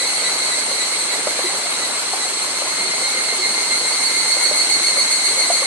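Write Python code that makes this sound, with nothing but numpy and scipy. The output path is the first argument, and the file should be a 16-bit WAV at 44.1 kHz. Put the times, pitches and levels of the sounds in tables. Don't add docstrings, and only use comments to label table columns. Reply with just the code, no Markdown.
import sys
import numpy as np
from scipy import signal
from scipy.fft import rfft, irfft
from scipy.io import wavfile
from scipy.ndimage import uniform_filter1d

SR = 44100
rng = np.random.default_rng(int(sys.argv[2]) if len(sys.argv) > 2 else 0)


def wav_record(signal):
    frames = np.transpose(np.atleast_2d(signal))
    bounded = np.clip(frames, -1, 1)
    quanta = np.round(bounded * 32767).astype(np.int16)
    wavfile.write(sys.argv[1], SR, quanta)


N = 249606
TIME = np.arange(N) / SR


def gain_of(db):
    return 10 ** (np.asarray(db) / 20)


def evened(x):
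    return x / np.sqrt(np.mean(x ** 2) + 1e-20)


def read(points, hz):
    f, value = np.transpose(points)
    return np.interp(np.log(hz + 1), np.log(f + 1), value)


def level(points):
    return gain_of(np.interp(TIME, *np.transpose(points)))


def add(mix, s, sound):
    start = round(s * SR)
    sound = sound[..., max(-start, 0):]
    part = mix[..., max(start, 0):][..., :sound.shape[-1]]
    part += sound[..., :part.shape[-1]]


def wander(t, rate):
    return np.interp((t - t[0]) * rate, np.arange(8192), rng.standard_normal(8192))


def place(x, side_db, delay_ms):
    left = np.roll(x, round(delay_ms * SR / 1000)) * gain_of(side_db / 2)
    right = x / gain_of(side_db / 2)
    return np.array([left, right])


def noise(spectrum, likeness, patchy_db, flicker_db):
    hop, window = 256, 1024
    frames, hz = N // hop + 5, np.fft.rfftfreq(window, 1 / SR)
    a, b, c, d, patches, flicker = rng.standard_normal((6, frames, len(hz)))
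    patches = uniform_filter1d(patches, size=9, axis=0)
    patches = evened(uniform_filter1d(patches, size=8, axis=1))
    flicker = uniform_filter1d(flicker, size=2, axis=0)
    flicker = evened(uniform_filter1d(flicker, size=60, axis=1))
    same = np.clip(read(likeness, hz), -1, 1)
    left, other = a + 1j * b, c + 1j * d
    right = same * left + np.sqrt(1 - same ** 2) * other
    gain = gain_of(read(spectrum, hz) + patchy_db * patches + flicker_db * flicker)
    z = np.array([left, right]) * gain
    sound = signal.istft(z.swapaxes(1, 2), nperseg=window, noverlap=window - hop)[1]
    return evened(sound[:, :N])


def forest(x, t60, early_s, late_db):
    t = TIME[:SR]
    taps = rng.standard_normal((2, SR)) * (rng.random((2, SR)) < 3000 / SR)
    early = np.exp(-t / early_s)
    late = gain_of(late_db - 60 * t / t60)
    taps *= early + late
    taps /= np.linalg.norm(taps, axis=1, keepdims=True)
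    return signal.fftconvolve(np.atleast_2d(x), taps, axes=1)[:, :x.shape[-1]]


def deep_wood():
    # frequency in Hz, relative density in dB per Hz.
    blur = [(3400, -22), (3950, -0.5), (4300, -0.5), (4800, -15.5), (5600, -12), (6400, -8), (6900, -10.5),
            (7700, -4), (8050, 1.5), (8550, 3.5), (9050, -6.5), (9600, -15), (10500, -4), (11600, -51)]
    # time in seconds, level in dB.
    blur_level = [(0, -24), (.6, -23.5), (1.9, -26), (2.8, -25.5), (3.8, -24), (4.7, -22), (5.66, -22.5)]
    # frequency in Hz, width at half amplitude in Hz, level in dB.
    trill_bands = [(7142, 50, -55), (7466, 18, -51), (7585, 30, -48), (7660, 60, -49), (7910, 45, -45)]
    hz = np.fft.rfftfreq(N, 1 / SR)
    z = rfft(rng.standard_normal((2, N)))
    trills = np.zeros((2, N))
    for f, width, db in trill_bands:
        resonance = 1 / (1 + (2 * (hz - f) / width) ** 2)
        trills += gain_of(db) * evened(irfft(z * resonance, N))
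    unlike = [(1000, 0)]
    return trills + level(blur_level) * noise(blur, unlike, patchy_db=2.0, flicker_db=1.0)


def tymbal(t, hz, harmonics_db, jitter, buzz, click_hz):
    phase = 2 * np.pi * np.cumsum(hz * (1 + jitter * wander(t, 700))) / SR
    click_phase = 2 * np.pi * np.cumsum(click_hz * (1 + .25 * wander(t, 150))) / SR
    ribs = 1 + buzz * np.cos(click_phase)
    phase = (phase % (2 * np.pi)).astype(np.float32)
    ring = sum(float(gain_of(db)) * np.sin((k + 1) * phase) for k, db in enumerate(harmonics_db))
    return evened(ribs * ring)


def far_chorus(count=18):
    # time in seconds, level in dB before the trim.
    swell = [(0.1, -24.5), (1.95, -30.5), (3.94, -24.5), (4.14, -22.5), (5.58, -22.5), (5.6, -21.5)]
    voice_harmonics = [-9, -3, -13, -15.5, -16]
    trim_db = 1.73
    t = np.arange(N + SR // 2) / SR
    groups = np.zeros((3, len(t)))
    for k in range(count):
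        spread = 2 * (k + rng.random()) / count - 1
        tempo = rng.uniform(6.3, 7.9) * (1 + .05 * wander(t, 1))
        beat = np.cumsum(tempo) / SR + rng.random()
        pull = np.maximum(np.sin((2 * np.pi * beat).astype(np.float32)), 0)
        hz = (2122 + 138 * spread) * (1 + .006 * wander(t, 1.5) + .014 * (pull - .8))
        song = tymbal(t, hz, voice_harmonics, jitter=0.00819, buzz=0.3, click_hz=220.2)
        groups[k % len(groups)] += gain_of(-7 * spread ** 2) * pull * song
    heard = sum(forest(group, t60=2.0, early_s=0.027, late_db=-11) for group in groups)
    return gain_of(trim_db) * level(swell) * evened(heard[:, -N:])


def bubble(hz, t60, rise):
    t = np.arange(0, t60, 1 / SR)
    onset = 1 - np.exp(-t * hz / 1.04)
    return gain_of(-60 * t / t60) * onset * np.sin(2 * np.pi * hz * (t + rise * t ** 2 / t60))


def splash(hz, t60, length=0.061):
    t = np.arange(0, length, 1 / SR)
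    band = signal.butter(2, [0.61 * hz, 1.95 * hz], "band", fs=SR, output="sos")
    spray = signal.sosfilt(band, rng.standard_normal(len(t)))
    return evened(spray) * (1 - np.exp(-t / 0.0025)) * gain_of(-60 * t / t60)


def lesser_plops(count=30):
    per_s, low_hz, high_hz = 5, 482, 987
    middle_db, spread_db = -26, 0.5
    cycles = 46
    when, size, force = rng.random((count, 3)).T
    s = (np.arange(count) + when) / per_s
    hz = low_hz * (high_hz / low_hz) ** size
    db = middle_db + spread_db * (2 * force - 1)
    return list(np.transpose([s, hz, db, cycles / hz])[s < N / SR])


def waterfall(count=36):
    # frequency in Hz, relative density in dB per Hz.
    rush_spectrum = [(25, -48), (55, -39), (85, -23), (200, -7.5), (350, -1.5), (650, -1), (1100, 1),
                     (1600, -1.5), (2700, -2.5), (5200, -3), (9500, -8), (11000, -17), (11700, -23.5),
                     (12300, -49)]
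    # frequency in Hz, left-right likeness from 0 to 1.
    rush_likeness = [(30, .55), (100, 0.83), (400, 0.89), (800, 0.71), (1500, 0.48), (3000, 0.35),
                     (10000, 0.85)]
    # start in seconds, starting pitch in Hz,
    # level in dB before the bubble and splash offsets, t60 of the ring in seconds.
    large_plops = [(1.269, 591, -9.5, 0.041), (1.389, 563, -13.5, 0.023), (1.44, 358, -24, 0.19),
                   (1.543, 560, -19.5, 0.04), (2.133, 733, -16.5, 0.044), (2.617, 553, -23.5, .05),
                   (2.67, 1020, -22.5, 0.07), (2.845, 371, -31, 0.18), (3.385, 364, -30, 0.38),
                   (4.366, 553, -18, 0.034), (4.511, 583, -15.5, 0.057), (4.965, 573, -22, .07),
                   (5.501, 677, -9.5, 0.059), (5.618, 532, -16.5, 0.049), (5.628, 1086, -15.5, 0.027)]
    rush = gain_of(-25.5) * noise(rush_spectrum, rush_likeness, patchy_db=1.0, flicker_db=1.2)
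    rush[0] = np.roll(rush[0], round(.00009 * SR))
    babble, plops = np.zeros(N), np.zeros(N)
    for hz in np.geomspace(400, 1800, count):
        births = rng.random(N) < 6 / SR
        strength = gain_of(4.5 * np.minimum(rng.exponential(1, N), 3))
        babble += signal.oaconvolve(births * strength, bubble(hz, 18 / hz, rise=0.12))[:N]
    for s, hz, db, t60 in large_plops + lesser_plops():
        add(plops, s, gain_of(db + 2.0) * bubble(hz, t60, rise=0.084))
        add(plops, s, gain_of(db - 8.0) * splash(hz, t60=0.062))
    pool = gain_of(-41.5) * evened(babble) + plops
    echoes = forest(pool, t60=.4, early_s=0.018, late_db=-21)
    return rush + place(pool, 1.0, 0.042) + gain_of(-9.0) * echoes


def chirps(first, end, gap, slowing, top_hz, sag_hz_per_s, peak_s, peak_db, swell_db_per_s,
           fade_db_per_s, count=32):
    spread_hz, spread_db = 6.07, 0.87
    k = np.arange(count)
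    s = first + gap * k + slowing * k * (k - 1) / 2
    hz = top_hz - sag_hz_per_s * (s - first) + spread_hz * rng.standard_normal(count)
    swell = swell_db_per_s * np.maximum(peak_s - s, 0)
    fade = fade_db_per_s * np.maximum(s - peak_s, 0)
    db = peak_db - swell - fade + spread_db * rng.standard_normal(count)
    return np.transpose([s, hz, db])[s < end]


def near_cicadas():
    bodies = { "tiring": ([-9, -2.5, -19, -5, -12], .055, 0, .02, -2.3), "mellow": ([-1.5, 1, -24, -4, -13],
              .07, 0, .05, -7.5), "brief": ([-13, -4, -14, -9, -16], .075, 1, .02, -1.5),
              "full": ([-6.5, 1, -22, -20, -24], 0.068, .5, .03, -2.5), "loud": ([-11, 11, -11, -13, -22],
              .075, 0.71, -.1, -2.5), "shrill": ([-7.5, -10, -4, 1.5, -8.5], 0.059, -0.88, -.07, 0),
              "high": ([-9, -6, -16, -5, -11.5], .06, 1, .05, -3), }
    rhythms = { "tiring": (.02, 2.4, .24, .025), "mellow": (.045, 1.8, .123, .0095),
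               "brief": (1.66, 2.67, .153, .0005), "full": (2.8, 5.5, .124, .0026),
               "loud": (2.74, 5.64, .1302, .00035), "shrill": (2.7, 5.64, .131, .0004),
               "high": (.02, 2.82, .141, .0002), }
    efforts = { "tiring": (1978, 2, 0.2, -22.5, 13, 3), "mellow": (2177.5, 5.5, 0.3, -23, 5, 1),
               "brief": (2126, 2.5, 2.5, -28.5, 3, 1.5), "full": (2105.5, 9, 3.5, -17.5, 5.5, 5.5),
               "loud": (2218, 16, 4.65, -15, 9, 5.5), "shrill": (2180, 3, 6, -20, 3, 5),
               "high": (2322, 6, 1.2, -33.5, 12, 0), }
    out = np.zeros((2, N))
    for name in rhythms:
        harmonics_db, length, side_db, delay_ms, direct_db = bodies[name]
        t = np.arange(0, length, 1 / SR)
        pull = np.sin(np.pi * t / length)
        voice = np.zeros(N)
        for s, hz, db in chirps(*rhythms[name], *efforts[name]):
            arched_hz = hz * (1 + .014 * (pull - .8))
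            note = tymbal(t, arched_hz, harmonics_db, jitter=.0075, buzz=.26, click_hz=220)
            add(voice, s - length / 2, gain_of(db) * pull ** 0.71 * note)
        out += gain_of(direct_db) * place(voice, side_db, delay_ms)
        out += gain_of(-2) * forest(voice, t60=.9, early_s=.017, late_db=-18)
    return out


def scene():
    return near_cicadas() + far_chorus() + deep_wood() + waterfall()


def record(dry):
    bass_cut = signal.butter(4, 76, "high", fs=SR, output="sos")
    thin = signal.sosfilt(bass_cut, dry)
    treble_cut = signal.firwin(255, 12100, window=("kaiser", 9), fs=SR)
    return signal.oaconvolve(thin, treble_cut[None], "same")


dry = scene()
out = record(dry)
wav_record(out)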